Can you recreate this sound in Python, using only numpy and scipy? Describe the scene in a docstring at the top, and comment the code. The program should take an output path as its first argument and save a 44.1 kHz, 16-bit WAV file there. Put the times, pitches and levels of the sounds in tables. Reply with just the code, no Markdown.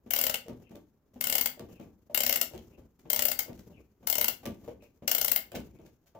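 """Quiet room air and the rumble and rub of a moving arm come first, then a soft knock of a hand on a key.
Six half turns of the brass key wind a wooden wall clock: the pawl snaps over eight or nine ratchet teeth
in each, ringing damped modes and a dense noise of the brass plates. Between turns the wheel settles back
on the pawl and the hand lets go and grips again: thuds of the wooden case, brass ticks and cloth swishes.
Noise filtered by spectrum makes air, arm and rub; a ceiling echo and a short tail make the workshop."""
import sys
import numpy as np
from scipy import signal
from scipy.fft import rfft, irfft
from scipy.io import wavfile
from scipy.ndimage import uniform_filter1d

SR = 44100
rng = np.random.default_rng(int(sys.argv[2]) if len(sys.argv) > 2 else 0)


def store_pcm(level_fs):
    """Save levels as 16-bit WAV."""
    pcm = np.round(np.clip(level_fs, -1, 1) * 32767).astype(np.int16)
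    wavfile.write(sys.argv[1], SR, np.atleast_2d(pcm).T)


N = 272979  # length in samples


def gain_of(db):
    """Logarithmic level: decibels to an amplitude factor."""
    return 10 ** (np.asarray(db) / 20)


def evened(x):
    """Power normalisation: scales to rms 1."""
    return x / np.sqrt(np.mean(x ** 2) + 1e-20)


def read(points, hz):
    """Interpolation in pitch: reads a table on a log-frequency axis."""
    f, value = np.transpose(points)
    return np.interp(np.log(hz + 1), np.log(f + 1), value)


def along(curve, at):
    """Linear interpolation: reads every column of a curve at the given places."""
    places, *columns = np.transpose(curve)
    return [np.interp(at, places, column) for column in columns]


def hump(hz, centre_hz, octaves):
    """Resonance-like weighting: a bell curve on a log-frequency axis, height 1."""
    return np.exp(-(np.log2((hz + 1) / centre_hz) / octaves) ** 2)


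def add(mix, s, sound):
    """Superposition: mixes a sound in at time s."""
    part = mix[:, max(round(s * SR), 0):][:, :sound.shape[-1]]
    part += sound[..., :part.shape[1]]


def pan(left_db):
    """Level difference between the two microphones, left minus right, as two gains."""
    return gain_of(np.array([[left_db], [-left_db]]) / 2)


def colour(x, spectrum, size=2048):
    """Minimum-phase filtering: a causal response with the given spectrum."""
    log_gain = np.log(gain_of(read(spectrum, abs(np.fft.fftfreq(size, 1 / SR)))))
    taps = np.fft.ifft(np.exp(np.conj(signal.hilbert(log_gain)))).real
    return signal.oaconvolve(np.atleast_2d(x), taps[None], axes=1)[:, :x.shape[-1]]


# likeness of the sound at the two microphones: frequency_hz, likeness (0 to 1)
ALIKENESS = [(100, 0.94), (300, 0.93), (700, 0.46), (1500, 0.7), (3000, 0.08), (16000, 0.067)]


def noise(size):
    """Partial coherence: white stereo noise whose bass is nearly the same at both microphones."""
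    a, b = rfft(rng.standard_normal((2, size)))
    alike = read(ALIKENESS, np.fft.rfftfreq(size, 1 / SR))
    return irfft(np.array([a, alike * a + np.sqrt(1 - alike ** 2) * b]), size)


def ring(rise, fall, size=2048):
    """High modal density: countless close modes swell and die after one blow; energy 1."""
    t = np.arange(size) / SR
    envelope = (1 - np.exp(-t / rise)) * np.exp(-t / fall)
    return evened(noise(size) * envelope) / np.sqrt(size)


def levelled(x, count=9):
    """Spectral smoothing: no band of a dense ring stands out; energy about 1."""
    z = rfft(x)
    z = z / np.sqrt(uniform_filter1d(abs(z) ** 2, size=count, axis=1) + 1e-12)
    return irfft(z)


def mode(hz, db, t60, t):
    """Damped oscillation: one exponentially dying sine."""
    return gain_of(db - 60 * t / t60) * np.sin(2 * np.pi * hz * t)


def chatter(depth_db, grain, size):
    """Uneven contact: a random gain of rms 1, smoothed over grain samples."""
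    wander = evened(uniform_filter1d(rng.standard_normal(size), grain))
    return evened(gain_of(depth_db * wander))


def swell(t, rise, fall):
    """Transient envelope: a smooth rise and an exponential fall, height 1."""
    shape = (1 - np.exp(-t / rise)) * np.exp(-t / fall)
    return shape / shape.max()


# spectrum of the still room: frequency_hz, density_db (dB per Hz, relative)
AIR_SPECTRUM = [(25, -1), (65, 1), (200, -4), (500, -13.5), (1100, -19), (2000, -30), (7000, -42),
                (9000, -47.5), (15000, -28.5), (16500, -43.5)]
AIR_DB = -72.5


def still_air():
    """Stationary random noise: the still room as one steady coloured hiss."""
    return gain_of(AIR_DB) * evened(colour(noise(N), AIR_SPECTRUM))


# the wheel settling back on the pawl after each turn: start_s, thud_db, brass_tick_db, arm_sweep_db
# (levels relative)
SETTLINGS = [(0.482, -31, -49, -2.5), (1.594, -32.5, -53, 0), (2.535, -32.5, -44.5, 0),
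             (3.48, -33, -51, 1.5), (4.455, -26.5, -41.5, 1.5), (5.541, -25, -34, 0)]
# the arm's sweep, alike in every turn: from_settle_s, rumble_db, hiss_db (before arm_sweep_db)
ARM_SWEEP = [(-0.5, -71.5, -88.5), (-0.38, -61.5, -80.5), (-0.22, -57.5, -74.5), (-0.07, -64, -76.5),
             (0.05, -61, -72.5), (0.17, -58, -72.5), (0.3, -58, -81.5), (0.42, -69.5, -82), (0.6, -75, -86)]
REST_DB_PER_S = 35  # the arm's sound dying away between sweeps


def sweeps():
    """Level contour: the arm's rumble and hiss (dB) around every settle, fading to rest outside it."""
    t = np.arange(N) / SR
    start, end = ARM_SWEEP[0][0], ARM_SWEEP[-1][0]
    levels = []
    for s, *_, arm_db in SETTLINGS:
        since = t - s
        outside = abs(since - np.clip(since, start, end))
        levels.append(np.array(along(ARM_SWEEP, since)) + arm_db - REST_DB_PER_S * outside)
    return np.max(levels, axis=0)


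# spectrum of the arm's low rumble: frequency_hz, density_db (dB per Hz, relative)
RUMBLE_SPECTRUM = [(25, -11.5), (63, 7.5), (90, 3), (240, 0), (400, -2), (700, -16.5), (1200, -27),
                   (4000, -55)]
# spectrum of rubbing skin and cloth: frequency_hz, density_db (dB per Hz, relative)
RUB_SPECTRUM = [(500, -5.5), (1500, 0), (4000, -4.5), (6800, 2.5), (8800, -13), (12000, -2.5), (15000, 4),
                (16200, -19)]


def arm(grain_db=4):
    """Friction noise of the moving arm: an uneven low rumble and a fine, grainy rub of skin and cloth."""
    rumble_db, hiss_db = sweeps()
    grain = chatter(grain_db, 900, N)
    rumble = gain_of(rumble_db) * evened(grain * colour(noise(N), RUMBLE_SPECTRUM))
    hiss = gain_of(hiss_db) * evened(grain * colour(noise(N), RUB_SPECTRUM))
    return pan(1.6) * rumble + pan(4) * hiss


# the hand gripping the key or letting it go: start_s, thud_db, thud_centre_hz, brass_tick_db
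# (levels relative)
HAND_TOUCHES = [(0.061, -39.5, 292, -71), (0.707, -37.5, 254, -52), (0.749, -38, 315, -54),
                (1.134, -50.5, 169, -71), (1.158, -39.5, 253, -86), (1.685, -42.5, 378, -49.5),
                (1.795, -33.5, 245, -56), (1.829, -42.5, 220, -76.5), (2.096, -41, 610, -64.5),
                (2.775, -44, 266, -76), (2.989, -56, 311, -65), (3.053, -37.5, 240, -88),
                (3.591, -50.5, 193, -56), (3.697, -46, 253, -71.5), (4.026, -40.5, 150, -67),
                (4.64, -41.5, 270, -47.5), (4.677, -30, 430, -46), (4.823, -48, 378, -56),
                (5.021, -36, 247, -63), (5.791, -43, 277, -85), (5.85, -45.5, 249, -55.5),
                (6.058, -67, 620, -57), (6.148, -39.5, 816, -71.5)]
# a settle's light first touch, blow and two rebounds: from_blow_s, thud_db, thud_centre_hz, brass_tick_db
# (levels added to those of the settle)
SETTLE_IMPACTS = [(-0.024, -12, 475, -15), (0, -3, 398, 2), (0.012, -1.5, 250, -6.5),
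                  (0.042, -14, 170, -6.5)]
# stray brushes of the fingers after each settle; levels relative, before the fade
BRUSH_FROM_S, BRUSH_TO_S, BRUSH_FADE_DB_PER_S = 0.044, 0.29, 21.5
BRUSH_DB, BRUSH_HZ, BRUSH_TICK_DB = -48.5, 282, -66


def bumps(count=3):
    """Impact sequence (s, thud dB, centre Hz, tick dB): touches, settles with rebounds, finger brushes."""
    yield from HAND_TOUCHES
    for s, thud_db, tick_db, _ in SETTLINGS:
        for delay, extra_db, centre_hz, extra_tick_db in SETTLE_IMPACTS:
            yield s + delay, thud_db + extra_db, centre_hz, tick_db + extra_tick_db
        shares = (np.arange(count) + rng.random(count)) / count
        for delay in BRUSH_FROM_S + (BRUSH_TO_S - BRUSH_FROM_S) * shares:
            fade_db = BRUSH_FADE_DB_PER_S * delay
            yield s + delay, BRUSH_DB - fade_db, BRUSH_HZ, BRUSH_TICK_DB - fade_db


# modes of the wooden case: pitch_hz, level_db (relative), t60_s
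WOOD_MODES = [(64.5, -8.5, 0.34), (118, -8, 0.14), (170, -10, .12), (197, -6, 0.2), (248, -3, .1),
              (290, -9, .08), (367, -12, 0.1), (510, -5.5, 0.044), (582.4, -1, 0.11), (660, -5.5, .07),
              (760, -5, 0.06), (1160, -16, 0.1)]
# dense ring of the wood: frequency_hz, density_db (dB per Hz, relative)
WOOD_SPECTRUM = [(40, -27), (120, -3), (250, -3.5), (650, -5.5), (900, -10.5), (1300, -23.5), (3000, -25),
                 (9000, -59)]
# dense ring of the key in its hole: frequency_hz, density_db (dB per Hz, relative)
KEY_SPECTRUM = [(300, -15.5), (1000, -5), (2800, 0.5), (4000, -3.5), (6500, -3), (9000, -10), (12000, -8.5),
                (15000, 0.5), (16500, -18.5)]
CASE_SIDE_DB = 1.8  # left minus right


def knocks(modes_db=-21, wood_db=31, tick_db=25, spread_db=5.5, focus_db=10, octaves=0.63, size=4096):
    """Modal excitation: each bump favours case modes near its centre pitch; the key rattles in its hole."""
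    tones, wood, ticks = np.zeros((3, 2, N))
    t, hz = np.arange(SR // 2) / SR, np.fft.rfftfreq(size, 1 / SR)
    for s, thud_db, centre_hz, brass_db in bumps():
        sizes_db = thud_db + modes_db + spread_db * rng.standard_normal(len(WOOD_MODES))
        for (f, db, t60), size_db in zip(WOOD_MODES, sizes_db):
            ringing = mode(f, db + size_db + focus_db * hump(f, centre_hz, octaves), t60, t)
            add(tones, s + 0.0014, rng.choice([-1, 1]) * ringing)
        blow = rfft(levelled(ring(rise=0.0028, fall=0.019, size=size), count=21))
        focus = gain_of(focus_db * hump(hz, centre_hz, octaves))
        add(wood, s, gain_of(thud_db + wood_db) * irfft(blow * focus))
        rattle = chatter(depth_db=11, grain=270, size=size)
        add(ticks, s, gain_of(brass_db + tick_db) * rattle * ring(rise=.002, fall=.008, size=size))
    return pan(CASE_SIDE_DB) * (tones + colour(wood, WOOD_SPECTRUM)) + pan(1) * colour(ticks, KEY_SPECTRUM)


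def fingers(rub_db=-71, follow=0.16, rise_s=0.0033, fall_s=0.026, grain_db=4):
    """Sliding friction: at each touch skin rubs briefly on the key, louder when the key ticks harder."""
    level, t = np.zeros((1, N)), np.arange(SR // 4) / SR
    usual_db = np.mean([tick_db for *_, tick_db in HAND_TOUCHES])
    for s, _, _, tick_db in HAND_TOUCHES:
        add(level, s, gain_of(rub_db + follow * (tick_db - usual_db)) * swell(t, rise_s, fall_s))
    return pan(3) * level * evened(chatter(grain_db, 130, N) * colour(noise(N), RUB_SPECTRUM))


# decay time of the room: frequency_hz, t60_s
ROOM_DECAY = [(100, 0.78), (500, 0.25), (2000, 0.26), (6000, 0.22), (15000, 0.19)]
# spectrum of the room's tail: frequency_hz, level_db (relative)
ROOM_SPECTRUM = [(100, -4), (600, 0), (1400, 0.5), (2000, -2), (2900, -0.5), (4000, 0), (7000, -2.5),
                 (15000, -2)]


def room_response(wet_db=-4, wall_db=-12, wall_s=0.012, build_s=0.0046):
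    """Frequency-dependent reverberation: a scattered near-wall reflection and a tail dying by band."""
    hz, t, z = signal.stft(noise(SR // 2), SR, nperseg=256)
    decay = gain_of(-60 * t / read(ROOM_DECAY, hz)[:, None])
    tail = signal.istft(z * decay, SR, nperseg=256)[1]
    tail *= 1 - np.exp(-(np.arange(tail.shape[1]) / SR / build_s) ** 2)
    tail = gain_of(wet_db) * colour(tail / np.linalg.norm(tail[0]), ROOM_SPECTRUM)
    add(tail, wall_s, gain_of(wall_db) * ring(rise=0.012, fall=0.0014))
    return tail


# ceiling reflection: frequency_hz, level_db (relative to the direct sound)
CEILING_ECHO = [(100, -11), (400, -10.5), (800, -12), (1600, -11.5), (3000, -21.5), (8000, -29)]


def workshop(x, count=3):
    """Reflection and reverberation: a ceiling echo, and random room tails that trade places for smoothness."""
    out, t = np.zeros((2, N)), np.arange(N) / SR
    add(out, .00852, colour(x, CEILING_ECHO))
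    for k in range(count):
        # the shares trade places at a steady rate, with constant total power
        share = np.sqrt(2 / count) * np.cos(np.pi * (3.7 * t + k / count))
        out += signal.fftconvolve(x * share, room_response(), axes=1)[:, :N]
    return out


# half turns of the key: first_tooth_s, last_tooth_s, teeth (count), early_gap_ms, midway_gap_ms,
# late_gap_ms, early_level_db, late_level_db, extra_low_ring_db, then the plates' 2-3 kHz clack:
# early_clack_db, midway_clack_db, late_clack_db (levels relative)
HALF_TURNS = [(0.1068, 0.3415, 9, 28.4, 24.2, 29.9, -34, -33.5, 1, -0.5, 0.5, 3),
              (1.2093, 1.4583, 9, 30.6, 27.1, 29.3, -33.8, -31.7, -0.5, -2.5, -0.5, -0.5),
              (2.1459, 2.4131, 9, 28.9, 29.8, 32.4, -32.3, -31.6, -0.5, 2, 2, 1.5),
              (3.1005, 3.39, 9, 30.3, 30.2, 31.7, -32.2, -31.5, 1.5, -3, -2.5, -2.5),
              (4.0711, 4.2816, 8, 27.5, 27.4, 31.4, -31.5, -31.2, 1.5, -4.5, -3, 1),
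              (5.0775, 5.36, 9, 36.3, 31.3, 35.9, -31.3, -31.6, 0.5, 1, -3.5, -0.5)]
# the wrist's push through every turn: share_of_teeth_passed (0 to 1), level_db, extra_treble_db,
# extra_low_ring_db (levels added to those of the turn)
WRIST_PUSH = [(-0.14, -0.022, -1.4, 0.13), (1 / 8, 0.9, 0, -1.2), (2 / 8, 0, -1.8, 0), (4 / 8, 0, 0, 0.5),
              (5 / 8, 0.26, -0.5, 2), (6 / 8, 0, -1, 0.9), (7 / 8, 0.35, 0.3, -0.59),
              (1, 0.13, -0.57, -3.5)]
TOOTH_SPREAD_DB = 0.7


def teeth(count=2):
    """Stepped rotation: each tooth's (s, dB, clack dB, treble dB, low ring dB), with a slow last tooth."""
    stages = [0, .5, 1]  # early, midway, late
    for first_s, last_s, number, early_ms, mid_ms, late_ms, early_db, late_db, ring_db, *clacks_db in HALF_TURNS:
        # the first and the last tooth have times of their own
        gaps = np.interp(np.linspace(0, 1, number - count), stages, [early_ms, mid_ms, late_ms]) / 1000
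        times = [first_s, *(first_s + np.cumsum(gaps)), last_s]
        for s, share in zip(times, np.linspace(0, 1, len(times))):
            push_db, treble_db, low_db = along(WRIST_PUSH, share)
            turn_db = early_db + (late_db - early_db) * share
            db = turn_db + push_db + TOOTH_SPREAD_DB * rng.standard_normal()
            yield s, db, np.interp(share, stages, clacks_db), treble_db, ring_db + low_db


def contact_colour(hz, depth_db, count=12):
    """Contact variation: each tooth is struck a little differently, by a smooth random gain over frequency."""
    knots_hz = np.geomspace(400, 16000, count)
    return gain_of(read(np.transpose([knots_hz, depth_db * rng.standard_normal(count)]), hz))


# ring of the brass plates and wheels at the left microphone: frequency_hz, density_db (dB per Hz, relative)
PLATES_LEFT = [(120, -39), (420, -18), (600, 4.5), (850, -3), (1120, -10.5), (1500, -2), (2450, -5.5),
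               (3000, -0.5), (3800, -4.5), (4800, 0), (7600, 0), (8500, -4), (10500, -1.5), (12500, 6),
               (15400, 13), (16000, -11.5)]
# the same ring at the right microphone: frequency_hz, density_db (dB per Hz, relative)
PLATES_RIGHT = [(120, -27.5), (420, -30.5), (620, -9.5), (1080, -13), (1750, -5), (2200, 0), (2500, -22),
                (2800, -3.5), (3500, -8.5), (4300, -8.5), (6300, -11.5), (7000, -18.5), (9500, -19.5),
                (12000, -8.5), (15400, -4.5), (16000, -29)]
# modes of the movement that the pawl rings: pitch_hz, level_db (relative), t60_s, left_minus_right_db
MOVEMENT_MODES = [(249, -19, 0.082, 0.5), (452.3, -9, 0.014, 4.5), (601, -2.5, 0.029, 3),
                  (681, -12, 0.031, 1.5), (809, -13, 0.054, -0.5), (1481, -19.5, 0.035, 9.5),
                  (1761, -12.5, 0.025, 6.5), (2097, -5.5, 0.034, 0), (2808, -8.5, 0.04, -0.5),
                  (3020, -10.5, 0.027, 3), (4655, -5.5, .016, 11.5), (5540, -10.5, 0.013, 8.5),
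                  (6570, -12, .016, 6.5), (7520, -9.5, 0.031, 15.5)]
MODE_SPREAD_DB, MODE_DETUNE, LOW_RING_HZ = 2.5, 0.012, 600  # detune as a share of the pitch


def ratchet(plates_db=35.0, modes_db=4, scrape_db=6, same_hz=4500, chatter_db=2, lag_s=0.00034, size=2048):
    """Impact excitation: the pawl scrapes over a tooth and drops, ringing brass plates and discrete modes."""
    plates, tones = np.zeros((2, 2, N))
    hz, t = np.fft.rfftfreq(size, 1 / SR), np.arange(2 * size) / SR
    # part of the ring is the same for every tooth; the fresh share is new, a little more so in the treble
    fresh = 0.73 + 0.086 * hz ** 2 / (hz ** 2 + same_hz ** 2)
    shared = rfft(levelled(ring(rise=0.009, fall=0.002)))
    # the plates' clack and the bright snap of the pawl vary separately
    clack, treble = hump(hz, 2200, 1.3), hump(hz, 14000, .6)
    for s, db, clack_db, treble_db, low_db in teeth():
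        own = rfft(levelled(ring(rise=0.012, fall=0.0023) * chatter(chatter_db, 32, size), count=61))
        snap = np.sqrt(1 - fresh ** 2) * shared + fresh * own
        snap = snap * gain_of(clack_db * clack + treble_db * treble) * contact_colour(hz, depth_db=2.0)
        add(plates, s - .0003, gain_of(db + plates_db) * irfft(snap))
        add(plates, s - .003, gain_of(db + scrape_db) * ring(rise=.002, fall=.002))
        sizes_db = db + clack_db + modes_db + MODE_SPREAD_DB * rng.standard_normal(len(MOVEMENT_MODES))
        tuning = 1 + MODE_DETUNE * rng.standard_normal()  # each tooth rings at a slightly different random pitch
        for k, ((f, mode_db, t60, side), size_db) in enumerate(zip(MOVEMENT_MODES, sizes_db)):
            ringing = mode(f * tuning, mode_db + size_db + low_db * hump(f, LOW_RING_HZ, 1), t60, t)
            add(tones, s + .0008, (-1) ** k * pan(side) * ringing)  # neighbours start in opposite directions
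    brass = np.vstack([colour(plates[0], PLATES_LEFT), colour(plates[1], PLATES_RIGHT)])
    left, right = brass + tones
    # the dial faces the left microphone, so the right one hears it later
    return np.array([left, np.pad(right, (round(lag_s * SR), 0))[:N]])


# the whole case rocking against the wall: frequency_hz, density_db (dB per Hz, relative)
HEAVE_SPECTRUM = [(25, -25), (55, -1.5), (110, -4), (180, -9), (400, -39), (2000, -72)]


def heave(heave_db=-22, rise_s=0.026, fall_s=0.056):
    """Load transfer: as the spring's pull passes from hand to pawl, the case rocks with the blow's strength."""
    level, t = np.zeros((1, N)), np.arange(SR // 2) / SR
    for s, thud_db, _, _ in SETTLINGS:
        add(level, s - 0.005, gain_of(thud_db + heave_db) * swell(t, rise_s, fall_s))
    return pan(CASE_SIDE_DB) * level * evened(colour(noise(N), HEAVE_SPECTRUM))


# the sleeve's swish as the hand swings back: middle_s, length_s, level_db (before fades and panning)
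SLEEVE_SWINGS = [(0.662, 0.09, -75), (1.767, 0.18, -73.5), (2.745, 0.075, -76), (3.772, 0.12, -72.5),
                 (4.835, 0.085, -70.5), (5.773, 0.18, -81)]
SWISH_HZ, SWISH_WANDER_HZ = 2560, 318


def sleeve(width_hz=400, uneven_db=4, count=4):
    """Cloth friction: short swells of noise, shifted by a carrier to one soft band of wandering pitch."""
    out = np.zeros((2, N))
    band = signal.butter(2, width_hz / 2, fs=SR, output="sos")
    for s, length, db in SLEEVE_SWINGS:
        size = int(length * SR)
        knots = rng.uniform(-0.77, 1, count)
        wander = np.interp(np.linspace(0, 1, size), np.linspace(0, 1, count), knots)
        glide = np.cos(2 * np.pi * np.cumsum(SWISH_HZ + SWISH_WANDER_HZ * wander) / SR)
        friction = signal.sosfilt(band, rng.standard_normal((2, SR // 4))) * chatter(uneven_db, 900, SR // 4)
        swish = signal.windows.tukey(size, .6) * evened(friction[:, :size] * glide)
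        add(out, s - length / 2, gain_of(db) * swish)
    return pan(8.5) * out


def scene():
    """Superposition of sources: the clock and the winding arm in a quiet room."""
    clock = ratchet() + knocks() + fingers() + sleeve()
    return clock + workshop(clock) + heave() + arm() + still_air()


EDGE_HZ = 16450


def record(dry, bass_hz=30):
    """Band limiting: a bass roll-off and a steep upper edge."""
    dry = signal.sosfilt(signal.butter(2, bass_hz, "high", fs=SR, output="sos"), dry)
    taps = signal.firwin(301, EDGE_HZ, window=("kaiser", 7), fs=SR)
    return signal.oaconvolve(dry, taps[None], "same")


dry = scene()
out = record(dry)
store_pcm(out)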